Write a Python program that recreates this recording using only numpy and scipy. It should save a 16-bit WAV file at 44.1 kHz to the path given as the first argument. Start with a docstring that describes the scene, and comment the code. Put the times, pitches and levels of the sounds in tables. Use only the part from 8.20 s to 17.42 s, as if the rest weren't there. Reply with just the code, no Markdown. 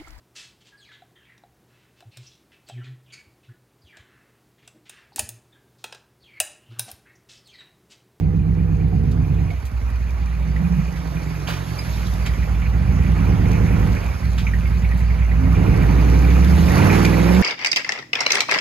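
"""A truck revving in a slushy ditch

An eight-cylinder truck, off to the right, lopes, idles, revs briefly and finally revs hard.
Each bank (row) of four cylinders fires unevenly into its own pipe, which booms, drones, barks and rasps.
Fan, valve gear and churned slush hiss above it, with ticks, hums, splashes, knocks, pings and a clank."""
import sys
import numpy as np
from scipy import signal
from scipy.fft import rfft, irfft, next_fast_len
from scipy.io import wavfile
from scipy.ndimage import uniform_filter1d

SR = 44100
rng = np.random.default_rng(int(sys.argv[2]) if len(sys.argv) > 2 else 0)


def dump_mix(stems):
    """Bounce the given channels to the path in sys.argv[1] as a 16-bit WAV at rate SR."""
    frames = np.atleast_2d(stems).T  # one column per channel
    limited = np.clip(frames, -1, 1)  # hard clip at full scale
    pcm = np.round(limited * 32767).astype(np.int16)
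    wavfile.write(sys.argv[1], SR, pcm)


N = 406602


def amp(db):
    """Turns decibels into a number to multiply a sound by."""
    return 10 ** (np.asarray(db) / 20)


def evened(x, seconds=None):
    """Sets the average power to 1, over the whole sound or over a sliding stretch of seconds."""
    if seconds is None:
        power = np.mean(x ** 2)
    else:
        power = uniform_filter1d(uniform_filter1d(x ** 2, int(seconds * SR)), int(seconds * SR))
    return x / np.sqrt(np.abs(power) + 1e-20)


def over_time(table):
    """Joins a table's rows with straight lines: one curve for each column after the time."""
    times, *columns = np.transpose(table)
    return [np.interp(np.arange(N) / SR, times, column) for column in columns]


def over_pitch(table, hz):
    """Looks up a table at the frequencies hz, on a logarithmic scale."""
    pitches, values = np.transpose(table)
    return np.interp(np.log(hz + 1), np.log(pitches + 1), values)


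def add(mix, start, sound):
    """Mixes a sound in at start seconds."""
    part = mix[round(start * SR):][:len(sound)]
    part += sound[:len(part)]


def ring(x, hz, width_hz):
    """A resonance: lets through the sound near one pitch."""
    return signal.lfilter(*signal.iirpeak(hz, hz / width_hz, SR), x)


def trail(x, seconds):
    """Gives every click a fading tail."""
    return signal.lfilter([1], [1, -np.exp(-1 / (seconds * SR))], x)


# The eight cylinders in firing order, one list each: (pipe [0 or 1]), (strength [dB]), (travel time [s])
CYLINDER_PIPE = np.array([0, 1, 1, 0, 1, 0, 0, 1])
CYLINDER_STRENGTH = [0.92, 0.15, 1.3, 0.51, 3.1, -1.5, -0.53, 2.5]
CYLINDER_TRAVEL = [0.0017, 0.00298, 0.0019, 0.00213, 0.00095, 0.002216, 0.0023, 0.0017]
LOPE_SPEED = 8.4  # cycles per second in the opening lope, faster than idle; a cycle is eight firings
SPREAD_DB, SPREAD_S = 2.2, .0004  # how much firings differ in strength and timing at LOPE_SPEED

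def firings(speed):
    """Each firing sends a click down its bank's pipe; the slower the engine, the more they differ."""
    wander = evened(uniform_filter1d(uniform_filter1d(rng.standard_normal(N), 4000), 4000))
    cycles = np.cumsum(speed * (1 + .003 * wander)) / SR + .3
    count = np.floor(8 * cycles).astype(int)
    fired = np.flatnonzero(np.diff(count)) + 1
    cylinder, slowness = count[fired] % 8, LOPE_SPEED / speed[fired]
    stronger, later = rng.standard_normal((2000, 2))[:len(fired)].T
    delay = SPREAD_S * slowness * later + np.take(CYLINDER_TRAVEL, cylinder)
    arrival = np.clip(fired + (SR * delay).astype(int), 0, N - 1)
    strength_db = np.take(CYLINDER_STRENGTH, cylinder) + SPREAD_DB * slowness * stronger
    clicks, paired = np.zeros((2, N)), np.zeros(N)
    clicks[np.take(CYLINDER_PIPE, cylinder), arrival] = amp(strength_db)
    paired[fired] = np.cos(np.pi / 2 * cylinder + 0.6)  # beat of cylinders that share an intake
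    return clicks, paired


# The exhaust has four voices, from low to high. Each swells as the engine's tones sweep through it:
# (speed [cycles/s], boom [dB], drone [dB], bark [dB], rasp [dB], even beat of both pipes [dB])
LEVELS_BY_SPEED = [(5.17, -15.5, -23.5, -26.5, -42, -17.5), (6.52, -14.5, -16.5, -20.5, -36.5, -9.5),
                   (8, -12.5, -21.5, -19.5, -34, -9), (9.08, -12.5, -17, -20, -29, -9.5),
                   (11.9, -10, -22, -21.5, -33.5, -12.5), (14.8, -10.5, -22, -15, -33.5, 1.5),
                   (18.65, -26.5, -6, -21, -26, -2), (19.44, -17.5, -11.5, -16, -23.5, -2),
                   (23.8, -16, -16, -10, -20, 5)]
# Level changes as the truck rocks, backs up and turns:
# (time [s], boom [dB], drone [dB], bark [dB], lift of the higher bark resonance [dB], rasp [dB])
LEVELS_BY_TIME = [(0, -7.5, -3, 0, 0.5, -3.5), (1.26, -7, -2.5, -2, -6, -4.5),
                  (1.6, -4.5, -8.5, -20.5, 7, -8), (2.2, -4, -12, -4, 0.5, -8), (2.32, -4.5, -8, 0, 3, -1),
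                  (2.62, -5.5, -21, 1, 2.5, -8.5), (2.8, -9, -12.5, -0.5, -2, 1),
                  (3.52, -19, -7, -5, -4, -2), (3.75, -5.5, -5, -4, 2, -2), (4.4, -1.2, -3, -2.5, 1, -1),
                  (5.4, -4.5, 0.5, -0.5, 3, -0.5), (7.14, 1.5, -3.5, -1.7, 2.5, -5),
                  (7.42, -3, 2, 1.2, 0.5, 3), (7.9, -1.2, 2.5, 1, 0.5, 8.5),
                  (9.22, -0.5, -11, -1.5, 1.5, -1.5)]
DIP_DB, DIP_LAG_S = (-5, -9, -12, -7.5), (0.015, 0.0091, 0.01, 0.024)  # throttle shut, for each voice

def exhaust_levels(speed):
    """Levels follow speed and time, and dip as the engine slows: a shut throttle weakens the firings."""
    speeds, *columns = np.transpose(LEVELS_BY_SPEED)
    *swells, even_db = [np.interp(speed, speeds, column) for column in columns]
    boom, drone, bark, lift_db, rasp = over_time(LEVELS_BY_TIME)
    slowing = -np.gradient(uniform_filter1d(np.log(speed), 2000)) * SR
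    shut = np.tanh((np.maximum(slowing, 0) / 1.43) ** 2)  # 0 is open, 1 is fully shut
    levels_db = []
    for swell, moving, dip, lag in zip(swells, (boom, drone, bark, rasp), DIP_DB, DIP_LAG_S):
        hold = np.exp(-1 / (lag * SR))
        levels_db.append(swell + moving + dip * signal.lfilter([1 - hold], [1, -hold], shut))
    return levels_db, even_db, lift_db


def pipe(gas, resonances, lead_in, clock):
    """Gas makes a pipe ring, already sounding at the start; a faster clock raises its pitch."""
    gas = np.interp(np.arange(clock[-1]), clock, uniform_filter1d(gas, 12))
    gas = np.concatenate([gas[:lead_in], gas])
    out = np.zeros(N)
    for k, (hz, width, db) in enumerate(resonances):
        ringing = ring(ring(gas, hz, width), hz, 2 * width)[lead_in:]
        out += (-1) ** k * amp(db) * np.interp(clock, np.arange(len(ringing)), ringing)
    return out


# How fast the engine runs: (time [s], speed [cycles/s])
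ENGINE_SPEED = [(0, 8.45), (.43, 8.45), (.8, 8.75), (1.2, 8.7), (1.32, 8.2), (1.48, 5.1), (1.8, 5.47),
                (2.2, 5.3), (2.6, 6.6), (2.8, 5.4), (3.5, 5.65), (3.85, 5.05), (4.45, 5.2), (5.1, 9.05),
                (5.52, 10.1), (5.72, 9.8), (6.0, 5.6), (6.2, 5.1), (6.7, 5.45), (7.12, 5.25), (7.4, 9),
                (7.72, 11.8), (8.12, 12.65), (8.5, 15.9), (8.63, 18.8), (8.97, 20.5), (9.22, 24)]
# The pipe resonances of each voice, before heat raises them: (pitch [Hz], width [Hz], level [dB])
BOOM_RESONANCES = [(58.6, 8.1, -4)]
DRONE_RESONANCES = [(90.7, 31, 1), (117, 56.7, -2.6)]
BARK_RESONANCES = [(155.8, 36.1, 0), (170.7, 27.7, 1.6)]
RASP_RESONANCES = [(266.5, 47.6, 4.5), (321.5, 30, 2), (371.7, 37.4, -3), (440, 34.5, -1.5),
                   (493, 21, -1.5), (745, 130, -11.5)]
# Rushing gas in boom, drone, bark and rasp: (amount [factor])
GAS_RUSH = (.04, .06, .1, .25)
# For the same four: a swell once a cycle and its place in the cycle; the paired beat and extra even beat
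THROB_DB, THROB_PLACE = (0, 0, 1, 1.6), (0, 0, .55, .1)
PAIRED_DB, EXTRA_EVEN_DB = (-10, -8, -4, 2), (0, 0, 0, 5)
HOT_SPEED, HEAT_RISE = 9.4, 0.13  # above this many cycles per second, hotter gas raises the pitch

def exhaust():
    """Firings and rushing gas ring the pipes. Returns the sound and the puffs of gas behind it."""
    (speed,) = over_time(ENGINE_SPEED)
    levels_db, even_db, lift_db = exhaust_levels(speed)
    low_bark, (hz, width, db) = BARK_RESONANCES
    voices = BOOM_RESONANCES, DRONE_RESONANCES, [low_bark, (hz, width, db + lift_db)], RASP_RESONANCES
    cycles = np.cumsum(speed) / SR
    clock = np.cumsum((np.maximum(speed, HOT_SPEED) / HOT_SPEED) ** HEAT_RISE)
    (near, far), paired = firings(speed)
    lope, even = near - far, near + far  # the limping beat and the steady beat of the two banks
    puffs = evened(trail(near + .4 * far, .01), .3)  # gas rushes out after each valve opens
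    rush = (.45 + .7 * puffs) * (9 / speed) ** 1.6 * rng.standard_normal(N)  # rougher when slow
    out = np.zeros(N)
    for k, sign in enumerate((-1, 1, 1, 1)):  # the boom swings opposite to its neighbour
        beats = evened(lope + amp(even_db + EXTRA_EVEN_DB[k]) * even + amp(PAIRED_DB[k]) * paired, 0.96)
        voice = pipe(beats + GAS_RUSH[k] * rush, voices[k], int(2 * SR / speed[0]), clock)
        throb_db = THROB_DB[k] * np.cos(2 * np.pi * (cycles - THROB_PLACE[k]))
        out += sign * amp(levels_db[k] + throb_db) * evened(voice, 0.091)
    bass_cut = signal.butter(4, 52, "high", fs=SR, output="sos")  # pipe mouths give off no deep bass
    return signal.sosfilt(bass_cut, out), puffs


# Hiss at LOPE_SPEED, as the truck nears and the wheels churn: (time [s], clatter [dB], spray [dB])
HISS_LEVELS = [(0, -49, -60.5), (1.2, -45, -54.5), (1.6, -39.5, -51), (2.5, -38.5, -49.5),
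               (3.26, -35, -44.5), (3.75, -34, -39.5), (4.5, -35, -48), (6.14, -36, -45.5),
               (7.15, -33.5, -48), (8.22, -35, -42.5), (8.47, -35, -39), (8.58, -29, -39), (8.8, -32, -37),
               (8.94, -36.5, -42), (9.22, -36.5, -40.5)]
CLATTER_DB_PER_DOUBLING, SPRAY_DB_PER_DOUBLING = 6.5, 3.5

def hiss_levels():
    """Clatter and spray both grow louder with each doubling of the engine speed."""
    clatter_db, spray_db = over_time(HISS_LEVELS)
    doublings = np.log2(over_time(ENGINE_SPEED)[0] / LOPE_SPEED)
    return clatter_db + CLATTER_DB_PER_DOUBLING * doublings, spray_db + SPRAY_DB_PER_DOUBLING * doublings


def patchy_noise(tone, patchy_db):
    """Noise shaped by a tone table, with drifting loud and quiet patches."""
    frames, hz = N // 128 + 5, np.fft.rfftfreq(512, 1 / SR)
    real, imaginary, patches = rng.standard_normal((frames, 257, 3)).T
    patches = evened(uniform_filter1d(uniform_filter1d(patches, 8, axis=0), 14, axis=1))
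    spectra = (real + 1j * imaginary) * amp(over_pitch(tone, hz)[:, None] + patchy_db * patches)
    return evened(signal.istft(spectra, nperseg=512, noverlap=384)[1][:N])


# The tone of the fan and valve gear: (frequency [Hz], level [dB])
CLATTER_TONE = [(220, -5), (600, 2.5), (1100, 0), (1600, -2), (2300, -7.5), (2900, -8.5), (3600, -47),
                (6000, -68)]

def clatter(puffs, level_db):
    """Fan and valve gear noise throbs with the firings, most of all in the ringing valve cover."""
    cover = evened(ring(puffs ** 2 * rng.standard_normal(N), hz=2055, width_hz=190), 0.26)
    whirr = patchy_noise(CLATTER_TONE, patchy_db=1.7) * (0.95 + 0.033 * puffs)
    return amp(level_db) * (whirr + 0.18 * cover)


# The tone of flying slush: (frequency [Hz], level [dB])
SPRAY_TONE = [(1500, -44), (3000, 1.5), (5000, 2), (6600, 0.5), (8000, -10.5), (10000, -2.5), (12200, -5.5),
              (14000, -13.5), (15700, -30)]

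def spray(drops, level_db):
    """Slush churned by the wheels hisses, flaring up with single drops."""
    flare = 1 + 0.13 * trail(drops, 0.002)
    return amp(level_db) * patchy_noise(SPRAY_TONE, patchy_db=2.5) * flare


# The loud taps on metal: (time [s], level [dB], pitch [Hz])
LOUD_TICKS = [(2.362, -23, 1970), (4.0532, -18, 2100), (4.2216, -21, 2030), (4.4154, -18.5, 2220),
              (6.2666, -14, 2220), (6.335, -16.5, 1850), (6.4532, -21.5, 2175), (6.644, -20.5, 2220),
              (6.713, -18.5, 2000), (6.8996, -22, 2100), (7.019, -20.5, 2130), (7.114, -20, 2050),
              (8.8487, -11, 2210)]

def ticks(clatter_db):
    """Taps give a metal cover a short, fuzzy ring; faint ones patter at random between the loud ones."""
    out, t = np.zeros(N), np.arange(2200) / SR
    when, size, pitch = rng.random((750, 3)).T
    faint_db = clatter_db[(when * N).astype(int)] + 4 + 5 * size ** 2
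    taps = LOUD_TICKS + list(zip(when * N / SR, faint_db, 1900 + 600 * pitch))
    rise = 1 - np.exp(-t / .0014)
    for start, db, hz in taps:
        fuzz = evened(ring(ring(rng.standard_normal(len(t)), hz, 280), hz, 560))
        body = 0.2 * np.sin(2 * np.pi * hz * t) + 0.26 * fuzz
        add(out, start, amp(db - 60 * t / .11) * body * rise)
    return out


# Hums under load: (time [s], length [s], first pitch [Hz], last pitch [Hz], level [dB])
LOAD_HUMS = [(.68, .4, 206, 256, -31), (2.3, .36, 172, 188, -27), (7.16, .2, 258, 272, -27)]

def hums():
    """The straining truck hums briefly: tones that slide upward as they fade in and out."""
    out = np.zeros(N)
    for start, length, from_hz, to_hz, db in LOAD_HUMS:
        hz = np.linspace(from_hz, to_hz, int(length * SR))
        tone = np.sqrt(2) * np.sin(2 * np.pi * np.cumsum(hz) / SR)
        add(out, start, amp(db) * tone * signal.windows.tukey(len(hz), .6))
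    return out


# Short noisy bursts: slush splashes and, last, one sharp metal clank during the hard rev:
# (time [s], level [dB], time to fade by 60 dB [s], centre pitch [Hz])
NOISY_BURSTS = [(0.728, -37, 0.082, 800), (0.913, -31.5, 0.067, 3660), (1.301, -35, 0.11, 2600),
                (1.451, -31.5, 0.09, 6000), (2.757, -33, 0.25, 2200), (3.272, -20.5, 0.3, 2400),
                (3.284, -20.5, 0.25, 750), (3.328, -28, 0.2, 2400), (3.365, -25, 0.14, 1090),
                (4.059, -15.5, 0.082, 2300), (4.061, -25, 0.074, 850), (6.177, -19, 0.15, 2100),
                (6.772, -35, 0.2, 6000), (8.661, -35, 0.49, 990), (8.848, 0.5, 0.026, 2670)]

def splashes_and_clank():
    """Crackling bursts of noise, quick to rise and strongest near their centre pitch."""
    out, t = np.zeros(N), np.arange(16000) / SR
    rise = 1 - np.exp(-t / .004)
    for (start, db, fade, hz), (noise, lumps) in zip(NOISY_BURSTS, rng.standard_normal((24, 2, len(t)))):
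        crackle = noise * amp(1.9 * evened(uniform_filter1d(lumps, 130)))
        body = ring(ring(crackle, hz, min(1.7 * hz, 9000)), hz, 2.4 * hz)
        fizz = .09 * ring(crackle, 8000, 9000)
        add(out, start, .45 * amp(db - 60 * t / fade) * evened(body + fizz) * rise)
    return out


# Knocks and cracks of bodywork and ice: (time [s], level [dB], pitch [Hz], time to fade by 60 dB [s])
HARD_KNOCKS = [(.729, -31.5, 744, 0.099), (1.305, -30.5, 2210, 0.055), (1.312, -33.5, 698, 0.14),
               (3.2739, -21, 3100, 0.0097), (3.2862, -16, 740, 0.011)]

def knocks():
    """Each sharp blow rings at one pitch and quickly dies away."""
    out, t = np.zeros(N), np.arange(6000) / SR
    for start, db, hz, fade in HARD_KNOCKS:
        add(out, start, amp(db - 60 * t / fade) * np.sin(2 * np.pi * hz * t))
    return out


# Short pings: (time [s], level [dB], pitch [Hz])
HIGH_PINGS = [(3.585, -28, 4930), (8.846, -18, 2390)]

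def pings():
    """Clean high tones that start fast and fade within a few hundredths of a second."""
    out, t = np.zeros(N), np.arange(0, .05, 1 / SR)
    shape = np.exp(-(t / .021) ** 3) * (1 - np.exp(-t / .004))
    for start, db, hz in HIGH_PINGS:
        add(out, start, amp(db) * np.sin(2 * np.pi * hz * t) * shape)
    return out


# Tones of the hard rev: (time [s], length [s], pitch [multiple of engine speed], level [dB])
REV_TONES = [(8.42, .42, 10, -25), (8.5, .5, 18, -30), (8.56, .44, 22, -32), (9.0, .4, 13, -27)]

def singing():
    """Tones that climb with the engine, swelling as the hard rev sweeps them through a pipe resonance."""
    out, t = np.zeros(N), np.arange(N) / SR
    cycles = np.cumsum(over_time(ENGINE_SPEED)[0]) / SR
    for start, length, multiple, db in REV_TONES:
        swell = np.sin(np.pi * np.clip((t - start) / length, 0, 1))
        out += amp(db) * np.sqrt(2) * swell * np.sin(2 * np.pi * multiple * cycles)
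    return out


def scene():
    """The direct sound, and the sound scattered by snow, water and bodywork, each with its own hiss."""
    pipes, puffs = exhaust()
    clatter_db, spray_db = hiss_levels()
    drop_sizes = amp(8.1 * np.minimum(rng.exponential(1, N), 2.8))
    drops = drop_sizes * (rng.random(N) < 60 / SR)  # about 60 a second
    direct = pipes + ticks(clatter_db) + hums() + splashes_and_clank() + knocks() + pings() + singing()
    echo = rng.standard_normal(4000) * amp(-60 * np.arange(4000) / SR / 0.095)
    scattered = signal.oaconvolve(direct, echo / np.linalg.norm(echo))[:N]
    return np.array([x + clatter(puffs, clatter_db) + spray(drops, spray_db) for x in (direct, scattered)])


# How much weaker the left microphone is: (frequency [Hz], left minus right [dB])
LEFT_SHADOW = [(60, -3.5), (160, -5), (300, -7), (1000, -9), (2400, -5), (4500, -1.8), (9000, -.6)]
# How far its wave runs ahead of the right one: (frequency [Hz], lead [radians])
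LEFT_LEAD = [(30, -.25), (150, -.65), (380, -.95), (700, -1.7), (2500, -.6), (4480, -.4), (5170, 2.8),
             (5860, 3.3), (6700, 5.8), (7750, 3.1), (10400, 2.2), (12600, .1)]
# How alike the two sides are: (frequency [Hz], likeness [0 to 1])
SIDE_LIKENESS = [(170, 1), (280, .92), (600, .5), (1500, .72), (5000, .65), (9000, .72), (13000, .88)]
OVERLOAD_LEVEL, TREBLE_LIMIT_HZ = .85, 15680

def record(dry):
    """A phone's two microphones: the left is shadowed, shifted in phase and hears the scattered sound."""
    size = next_fast_len(N + 4096)
    hz = np.fft.rfftfreq(size, 1 / SR)
    direct, scattered = rfft(dry, size)
    alike = np.clip(over_pitch(SIDE_LIKENESS, hz), 0, 1)
    tilt = amp(over_pitch(LEFT_SHADOW, hz) / 2)
    left = (alike * direct + np.sqrt(1 - alike ** 2) * scattered) * np.exp(1j * over_pitch(LEFT_LEAD, hz))
    stereo = irfft(np.array([left * tilt, direct / tilt]), size)[:, :N]
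    stereo = OVERLOAD_LEVEL * np.tanh(stereo / OVERLOAD_LEVEL)  # the phone rounds off the loudest peaks
    treble_cut = signal.firwin(1535, TREBLE_LIMIT_HZ, window=("kaiser", 9), fs=SR)
    return signal.oaconvolve(stereo, treble_cut[None], "same")


dry = scene()
out = record(dry)
dump_mix(out)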